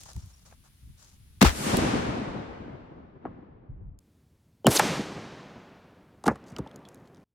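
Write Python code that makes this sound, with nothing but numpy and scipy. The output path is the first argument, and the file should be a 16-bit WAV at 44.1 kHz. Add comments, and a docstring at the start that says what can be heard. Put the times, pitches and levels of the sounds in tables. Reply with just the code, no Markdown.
"""First, in stereo behind a black powder cannon: dry leaves and twigs underfoot, a far bird, wind.
The gun fires: puffs of gas are grainy noise, the blast is a row of dying swings, the echo is fading noise.
Then, after a click, the same shot in mono beside a plank target at an earth bank: the boom, then the ball's hiss.
The planks ring when struck and the echo fades. The target topples and bounces with more knocks,
dust and soil patter down as noise and small ticks, and a faint hush ends it."""
import sys
import numpy as np
from scipy import signal
from scipy.io import wavfile
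from scipy.ndimage import uniform_filter1d

SR = 44100
rng = np.random.default_rng(int(sys.argv[2]) if len(sys.argv) > 2 else 0)


def gain_from_db(level_db):
    """Turn a decibel level (scalar or array-like) into a linear amplitude factor."""
    decades = np.asarray(level_db, float) / 20
    return 10 ** decades


def master_out(mix):
    """Clip the mix to full scale and print it as 16-bit PCM to the path in sys.argv[1]."""
    frames = np.transpose(np.atleast_2d(mix))
    ceiling = np.clip(frames, -1, 1)
    pcm = np.round(ceiling * 32767).astype(np.int16)
    wavfile.write(sys.argv[1], SR, pcm)


N = 324028
T = np.arange(N) / SR
CUT_S, END_S = 4.002, 7.24  # start of the target side, start of the last hush

# All levels are settings of the single layers, before they are mixed and rounded off.
# Colours of the noises: (pitch [Hz], level [dB])
ECHO_GUN_COLOUR = [(25, -21.5), (50, -9.5), (240, -2.5), (560, -12.5), (2100, -20), (9500, -31),
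                   (15000, -47.5), (16000, -72)]
ECHO_BANK_COLOUR = [(25, -28.5), (60, -19.5), (150, 2.5), (500, -5), (1500, -11.5), (6200, -20.5),
                    (12500, -39), (16000, -58.5)]
GAS_COLOUR = [(150, -23), (400, -3.5), (1300, -0.5), (5500, -10), (16000, -25.5)]
BALL_COLOUR = [(100, -20.5), (300, 0.5), (900, -5.5), (1700, -9.5), (12200, -10), (16000, -31)]
WIND_COLOUR = [(15, -42.5), (25, -13), (55, 6), (100, -4), (170, -14.5), (420, -43), (1100, -100)]
LEAF_COLOUR = [(400, -6.5), (2400, -8.5), (6500, 2), (10000, -9.5), (16000, -22)]
FIELD_COLOUR = [(90, -18), (150, -3.5), (300, -17.5), (540, -31.5), (3400, -26), (8000, -32.5),
                (10000, -24), (16000, -37.5)]
BANK_COLOUR = [(20, -20.5), (84, 11), (230, 2), (600, -13), (1400, -21.5), (12500, -29.5), (16000, -32)]
# Stereo width of noise: (pitch [Hz], side minus mid [dB])
SIDE_DB = [(60, -9), (200, -11.5), (700, 3.5), (2380, -1.5), (8000, 1.5), (15000, -16)]

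FIELD_DB, BANK_DB, HUSH_DB = -65.5, -63, -84
WIND_DB = -58.5  # the steady part
# Gusts on the microphone: (time [s], length [s], level [dB])
GUSTS = [(0.153, 0.049, -33.5), (0.218, 0.066, -40.5), (0.828, 0.16, -49), (1.199, 0.27, -58),
         (3.691, 0.1, -36), (3.78, 0.21, -43)]
# Steps in dry leaves: (time [s], length [s], crackle level [dB], heel crunch level [dB])
LEAVES = [(0, 0.085, -56.5, -69), (0.055, 0.081, -56.5, -58), (0.08, 0.44, -65, -69),
          (0.451, 0.072, -62, -62), (0.509, 0.044, -68, -64), (0.636, 0.06, -70, -66),
          (0.973, 0.21, -63, -69)]
# Twigs and pebbles under the boots; the last row is a click at the cut to the target:
# (time [s], level [dB], pitch [Hz])
SNAPS = [(0.0065, -41, 6450), (0.035, -33, 6430), (.06, -43, 830), (.089, -41, 830), (0.1325, -36, 6000),
         (0.164, -36, 7200), (.165, -45, 950), (.26, -47, 7480), (.513, -47, 1090), (.525, -40, 800),
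         (3.989, -45, 6500)]
SNAP_CYCLES = 22  # cycles until a snap's ring has died by 60 dB
# Thin rising bird notes: (time [s], length [s], level [dB])
BIRD = [(.215, .028, -59), (.328, 0.029, -58), (0.362, 0.028, -65)]
BIRD_HZ, BIRD_RISE_HZ_PER_S = 5400, 12000

# Fine dust sifting down: (time [s], build-up [s], peak level [dB], time to fall 60 dB [s])
DUST = [(6.25, 0.026, -61.5, 0.28), (6.46, 0.037, -61.5, .15), (6.85, .01, -79, 2.2)]
# Loudest clods and splinters landing: (time [s], level [dB], pitch [Hz], time for the ring to fall 60 dB [s])
PATTER = [(6.4406, -51, 3300, .01), (6.564, -29, 3000, .012), (6.5655, -38, 1270, .07),
          (6.674, -46, 3500, .025), (6.7134, -46, 3202, .015), (6.76, -40, 6800, .01),
          (6.852, -46, 3420, .08), (6.8875, -40, 6700, .01), (6.9454, -45, 7000, .004),
          (7.0745, -53, 4300, .01), (7.1465, -52, 5100, .01), (7.1705, -53, 3600, .008)]
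GRIT_FROM_S, GRIT_DB = 6.4, -57  # start of the small grains, level of the loudest

# Echo off tree lines and bank:
# (arrival time [s], build-up [s], peak level at 150-500 Hz [dB], time to fall 60 dB [s])
RETURNS_GUN = [(1.47, 0.61, -38, 2.8), (1.61, 0.16, -30.5, 2.8), (1.85, 0.39, -37, 0.37),
               (3.2, 0.056, -50.5, 2.3)]
RETURNS_BANK = [(4.77, .12, -31.5, 0.85), (5.06, 0.076, -45.5, 3.4), (6.22, 0.21, -51, 3.7),
                (6.5, 0.29, -54, 2.5)]
DULLING_GUN_S, DULLING_BANK_S = 1.611, 4.756  # when the echo's treble starts to fade at either microphone
# At 2.5 kHz: extra treble before it fades, then treble lost after one second of fading
FRESH_DB, AIR_GUN_DB, AIR_BANK_DB = 3, 13, 9
AIR_POWER = 0.69  # how the loss grows with time

# Pre-echo, a thin 3 kHz tone smeared ahead of the boom: (start time [s], end time [s], last level [dB])
PRE_ECHOES = [(4.643, 4.669, -16)]
PRE_ECHO_HZ, PRE_ECHO_RISE_DB_PER_S = 3050, 1800
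# Ball in flight, nearing the target: (time [s], hiss level [dB])
BALL = [(4.675, -42), (4.69, -34.5), (4.698, -40), (4.712, -26), (4.745, -28), (4.765, -21.5),
        (4.783, -35.5), (4.795, -22.5), (4.803, -42.5)]
# Whistle in its wake: (time [s], pitch [Hz], level [dB])
WHISTLE = [(4.752, 8020, -45), (4.764, 6980, -22.5), (4.777, 4160, -21), (4.783, 3190, -44)]
# Planks struck by the ball, then by the ground:
# (time [s], peak level [dB], contact [ms], crack level [dB])
KNOCKS = [(4.7954, -5, 0.12, -11), (6.2395, -30, 0.35, -36), (6.257, -30, .3, -34), (6.2615, -20, 0.2, -30),
          (6.266, -15, 0.96, -23.5), (6.279, -7, 0.28, -21.5), (6.291, -21, 1.53, -50),
          (6.312, -22.5, 0.67, -57), (6.357, -37.5, 0.14, -43.5), (6.519, -36, 2, -53),
          (6.585, -30, 0.4, -35), (6.590, -22, 1.2, -48), (6.661, -36, .5, -59.5)]
# Ringing modes of the planks: (pitch [Hz], level [dB], time to fall 60 dB before extra damping [s])
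PLANK = [(64.4, -5, 0.6), (162, -4, 0.095), (230, 1.5, .13), (340, -10.5, .06), (514, -4, 0.044),
         (853, 4, 0.053), (1250, -0.5, .04), (1710, -5, 0.013)]
PLANK_DAMP_T60_S = 0.14  # soil and joints damp a 1 ms blow this fast; shorter contacts die sooner

# Puffs of gas out of vent and muzzle: (time [s], build-up [s], peak level [dB], time to fall 60 dB [s])
PUFFS = [(1.409, .03, -23.5, 0.067), (1.4145, .0095, -14, 0.012), (1.423, .0073, -18, 0.032),
         (1.439, .05, -23.5, .14)]
# Pressure pulses, shot and single echoes:
# (time [s], swing level [dB], first pitch [Hz], last pitch [Hz], crack level [dB])
BOOMS = [(1.4168, 0.5, 290, 205, -18), (1.427, -10, 1291, 351, -4.5), (1.433, -5.5, 397, 140.7, -26),
         (1.449, -11, 1500, 800, -21.5), (1.45, -3.5, 80, 57, -41.5), (1.665, -16.5, 400, 200, -41.5),
         (1.77, -35, 1500, 600, -14), (1.773, -13.5, 420, 231, -60), (1.936, -17, 500, 200, -60),
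         (1.953, -16, 500, 230, -60), (2.215, -20, 500, 200, -70), (3.244, -33.5, 500, 200, -80),
         (3.253, -26, 1600, 700, -90), (3.255, -24, 800, 270, -90), (3.268, -36, 1600, 1100, -90),
         (4.646, -18, 813, 392, -40.5), (4.656, -21.5, 597, 248.4, -43.5), (4.660, -7.5, 450, 190, -34.5),
         (4.668, -2, 1530, 383, -3.5), (4.6736, -3, 497, 95, -10), (4.994, -12.5, 400, 220, -60)]
# A pulse that ends at 200 Hz falls 60 dB in this time; lower ones ring longer
BOOM_GUN_T60_S, BOOM_BANK_T60_S, BOOM_T60_POWER = .055, .045, .5


def curve(rows, t=T):
    """Columns of a table along t, and where t lies inside the table."""
    s, *columns = np.transpose(rows)
    return [np.interp(t, s, c) for c in columns], (t >= s[0]) & (t <= s[-1])


def colour(points, hz):
    """Level in dB of a noise colour at each pitch."""
    f, db = np.transpose(points)
    return np.interp(np.log(hz + 1), np.log(f), db)


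def walk(rate):
    """A slow random wander around 0, spread near 1; rate is new values per second."""
    k = int(SR / rate)
    steps = np.repeat(rng.standard_normal(N // k + 1), k)
    return 1.6 * uniform_filter1d(steps, k)[:N]


def noise(points, band=(0, SR), treble=None, slope=0.93, wide=True, grain=0.):
    """Noise of a colour, rms 1 in band; treble rows (time [s], level at 2.5 kHz [dB]) dull it as air does."""
    # a larger grain makes single samples stick out more
    spikes = gain_from_db(grain * np.minimum(rng.exponential(size=N), 6))
    white = rng.standard_normal((2, N)) * spikes
    hz, t, z = signal.stft(white / white.std(), SR, nperseg=1024)
    gain = gain_from_db(colour(points, hz))
    in_band = (hz >= band[0]) & (hz < band[1])
    gain = gain[:, None] / np.sqrt(np.sum(gain[in_band] ** 2) / len(hz))
    if treble is not None:
        # the higher the pitch, the stronger the change
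        gain = gain * gain_from_db(np.outer((hz / 2500) ** slope, curve(treble, t)[0][0]))
    side_gain = gain_from_db(colour(SIDE_DB, hz))[:, None] * wide
    mid_side_gain = np.array([np.ones_like(side_gain), side_gain])
    mid, side = signal.istft(z * gain * mid_side_gain, SR)[1][:, :N]
    return np.array([mid + side, mid - side])


def band_noise(lo_hz, hi_hz, size, wide=0., order=2):
    """Two channels of noise between two pitches, rms 1 over both."""
    mid, side = rng.standard_normal((2, size))
    edges = np.clip([lo_hz, hi_hz], 30, .45 * SR)
    band = signal.butter(order, edges, "band", fs=SR, output="sos")
    x = signal.sosfilt(band, mid + wide * side * np.array([[1], [-1]]))
    return x / x.std()


def add(out, s, x):
    """Mix x in from time s."""
    i = int(s * SR)
    out[..., i:i + x.shape[-1]] += x[..., :N - i]


def swells(rows):
    """Gain that rises fast and dies away for each (time [s], length [s], level [dB])."""
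    out = np.zeros(N)
    for s, length, db in rows:
        x = np.linspace(0, 1, int(length * SR))
        add(out, s, gain_from_db(db) * np.sin(np.pi * x ** 0.45) ** 0.87)
    return out


def fronts(rows):
    """Gain of sounds that build up and die away, their powers added."""
    power = np.zeros(N)
    for s, rise_s, db, t60 in rows:
        age = T[:int(t60 * SR)]
        shape = (1 - np.exp(-age / rise_s)) * 1000. ** (-age / t60)
        add(power, s, (gain_from_db(db) * shape / shape.max()) ** 2)
    return np.sqrt(power)


def crack(db, ms, hz=5000., wide=0.):
    """A burst of bright noise around hz that dies away within a few ms."""
    t = np.arange(1024) / SR
    return gain_from_db(db - 6) * band_noise(hz / 3, hz * 2, len(t), wide) * np.exp(-t * 1000 / ms)


def chip(db, hz, t60, wide=0.):
    """A small hard thing struck: a tick around its pitch and a short, slightly wavering ring."""
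    t = T[:SR // 10]
    tick = band_noise(hz / 1.9, hz * 1.8, len(t), wide) * np.exp(-t / .0016)
    waver = np.cumsum(rng.standard_normal(len(t))) * .13
    ring = np.sin(2 * np.pi * hz * t + waver) * 1000. ** (-t / t60)
    return gain_from_db(db - 6) * (tick + ring)


def last_hush():
    """Very faint steady noise with the colour of the air at the bank."""
    return noise(BANK_COLOUR, wide=False) * gain_from_db(HUSH_DB)


def still_air():
    """Quiet noise beside the target, its level wandering slightly."""
    return noise(BANK_COLOUR, wide=False) * gain_from_db(BANK_DB + 0.42 * walk(4.7))


def open_field():
    """Faint hiss of the field, heard only before the shot."""
    return noise(FIELD_COLOUR) * gain_from_db(FIELD_DB) * (T < PUFFS[0][0])


def wind():
    """Low noise of wind on the microphone: a steady part and gusts, both unsteady."""
    gusts = uniform_filter1d(swells(GUSTS), size=400)
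    return noise(WIND_COLOUR) * (gain_from_db(WIND_DB) + gusts) * gain_from_db(1.6 * walk(25))


def bird():
    """A far bird: short pure tones that rise in pitch."""
    out = np.zeros((2, N))
    for s, length, db in BIRD:
        t = T[:int(length * SR)]
        cycles = (BIRD_HZ + BIRD_RISE_HZ_PER_S * t / 2) * t
        add(out, s, gain_from_db(db) * np.hanning(len(t)) * np.sin(2 * np.pi * cycles))
    return out


def leaves():
    """Steps in dry leaves: spiky noise for the crackle, lower noise for the heel's crunch."""
    crackle = noise(LEAF_COLOUR, grain=3.9) * swells([row[:3] for row in LEAVES])
    heel_gain = swells([(s, length, db) for s, length, _, db in LEAVES])
    heel = band_noise(520, 1420, N, 0.87) * heel_gain
    return (crackle + heel) * gain_from_db(1.7 * walk(90))


def snaps():
    """Twigs and pebbles under the boots, then a click at the cut: ticks that ring for a set number of cycles."""
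    out = np.zeros((2, N))
    for s, db, hz in SNAPS:
        add(out, s, chip(db, hz, SNAP_CYCLES / hz, wide=.8))
    return out


def falling_soil():
    """Dust is flickering, spiky noise; clods, splinters and random grains are single ticks."""
    out = fronts(DUST) * noise(LEAF_COLOUR, wide=False, grain=3.5) * gain_from_db(2.5 * walk(150))
    for s, db, hz, t60 in PATTER:
        add(out, s, chip(db, hz, t60))
    for when, size, pitch in rng.random((40, 3)):
        s = END_S - (END_S - GRIT_FROM_S) * when
        add(out, s, chip(GRIT_DB - 12 * size, 2200 + 5000 * pitch, .01))
    return out


def echo(rows, points, wide, dulling_s, air_db):
    """Countless scattered returns; the later they come, the more air has eaten their treble."""
    age = np.linspace(0, 3, 30)
    treble_db = FRESH_DB - air_db * age ** AIR_POWER
    returns = noise(points, (150, 500), list(zip(dulling_s + age, treble_db)), wide=wide)
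    low = signal.sosfilt(signal.butter(1, 500, fs=SR, output="sos"), returns)
    # the low returns arrive in lumps
    lumps = gain_from_db(2.3 * walk(45))
    return (returns + low * (lumps - 1)) * fronts(rows)


def pre_echo():
    """A pre-echo: a thin 3 kHz tone, slightly wavering, smeared ahead of the boom."""
    out, waver = np.zeros((2, N)), walk(300)
    for start, end, db in PRE_ECHOES:
        left = T[:int((end - start) * SR)][::-1]  # seconds still to go
        phase = 2 * np.pi * PRE_ECHO_HZ * left + waver[int(start * SR):][:len(left)]
        add(out, start, gain_from_db(db - PRE_ECHO_RISE_DB_PER_S * left) * np.sin(phase))
    return out


def ball():
    """The ball's hiss is noise of changing level; its whistle falls in pitch as it goes by."""
    (hiss_db,), flying = curve(BALL)
    hiss = flying * noise(BALL_COLOUR, wide=False, grain=0.48) * gain_from_db(hiss_db)
    (hz, db), whistling = curve(WHISTLE)
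    tone = np.sin(2 * np.pi * np.cumsum(hz) / SR)
    return hiss + whistling * gain_from_db(db) * tone * walk(2800)


def planks():
    """Every blow rings the same plank modes and rattles the joints; a longer contact is duller."""
    out, t = np.zeros((2, N)), np.arange(SR // 5) / SR
    chances = rng.standard_normal((len(KNOCKS), 2, len(PLANK)))
    for (s, db, ms, crack_db), chance in zip(KNOCKS, chances):
        ring = np.zeros(len(t))
        damp_s = PLANK_DAMP_T60_S * ms ** 0.76
        for (hz, mode_db, t60), level_chance, pitch_chance in zip(PLANK, *chance):
            tone = np.sin(2 * np.pi * hz * (1 + pitch_chance / 20) * t)
            # bending waves spread: the low modes build up later
            shape = 1000. ** (-t / t60 - t / damp_s) * (1 - np.exp(-t * hz / 2))
            ring += gain_from_db(mode_db + 2 * level_chance) * tone * shape
        rattle = band_noise(140, 1900, len(t))[0] * 1000. 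** (-t / (0.18 * ms ** .5))
        # the first wave through the boards falls in pitch
        sweep_phase = 2 * np.pi * np.cumsum(130 + 900 * np.exp(-t / .003)) / SR / ms ** .5
        sweep = np.sin(sweep_phase) * 1000. ** (-t / (.05 * ms ** .5)) * (1 - np.exp(-t / 0.0015))
        blow = ring / np.abs(ring).max() + gain_from_db(-8.0) * rattle + gain_from_db(2.5) * sweep
        push = np.hanning(int(ms * SR / 500) + 3)  # smooths the blow over the contact
        blow = np.convolve(blow, push)[:len(t)]
        # a quick light blow does not move the whole frame
        blow = signal.sosfilt(signal.butter(2, 60 / ms, "high", fs=SR, output="sos"), blow)
        add(out, s, gain_from_db(db) * blow / np.abs(blow).max())
        add(out, s, crack(crack_db, 3.6 * ms ** 0.24, 4300.))
    return out


def gas():
    """Gas rushing out of vent and muzzle: spiky noise in short puffs."""
    return noise(GAS_COLOUR, grain=3.6) * fronts(PUFFS)


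def booms():
    """Each pulse is a front whose swings lengthen as it dies, with scatter off ground and grass behind it."""
    out, t = np.zeros((2, N)), np.arange(SR // 5) / SR
    for s, db, first_hz, last_hz, crack_db in BOOMS:
        wide = .5 * (s < CUT_S)
        t60 = BOOM_GUN_T60_S if s < CUT_S else BOOM_BANK_T60_S
        t60 = t60 * (200 / last_hz) ** BOOM_T60_POWER
        hz = last_hz + (first_hz - last_hz) * np.exp(-t * last_hz / .45)
        swing = np.sin(2 * np.pi * np.cumsum(hz) / SR) * 1000. ** (-t / t60)
        swing = swing * (1 - np.exp(-t * first_hz * 2.5)) ** 2
        scatter = band_noise(last_hz / 2, first_hz, len(t), wide, order=4)
        scatter = scatter * 1000. ** (-t / (2 * t60)) * (1 - np.exp(-t / 0.0015))
        add(out, s, gain_from_db(db) * (swing + gain_from_db(-11.5) * scatter))
        # steeper fronts crack higher
        add(out, s, crack(crack_db, 1.1, 4.5 * first_hz, wide))
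    return out


def gun_side():
    """All that is heard behind the gun, except the booms."""
    out = open_field() + wind() + bird() + leaves() + snaps()
    return out + echo(RETURNS_GUN, ECHO_GUN_COLOUR, True, DULLING_GUN_S, AIR_GUN_DB) + gas()


def bank_side():
    """All that is heard beside the target, except the booms."""
    out = still_air() + falling_soil()
    out += echo(RETURNS_BANK, ECHO_BANK_COLOUR, False, DULLING_BANK_S, AIR_BANK_DB)
    return out + pre_echo() + ball() + planks()


def scene():
    """Gun side leaning left, cut to the target side, then a last hush."""
    shot = booms()
    lean_db = np.array([[.9], [-.9]])  # left, right
    # each cut is a blend of about 3 ms
    first = uniform_filter1d(1. * (T < CUT_S), size=130)
    last = uniform_filter1d(1. * (T >= END_S), size=130)
    gun = first * (gun_side() + shot) * gain_from_db(lean_db)
    bank = (1 - first - last) * (bank_side() + shot)
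    return gun + bank + last * last_hush()


def low_pass(x):
    """Removes everything above the highest recorded frequency."""
    return signal.sosfilt(signal.butter(12, 16860, fs=SR, output="sos"), x)


def record(dry):
    """Each microphone drops the deepest bass and rounds off the loudest swings."""
    top = np.where(T < CUT_S, .93, .72)  # highest swing, gun side and then target side
    dry = signal.sosfilt(signal.butter(2, 30, "high", fs=SR, output="sos"), dry)
    mix = top * np.tanh(dry / top)
    return low_pass(mix)


dry = scene()
out = record(dry)
master_out(out)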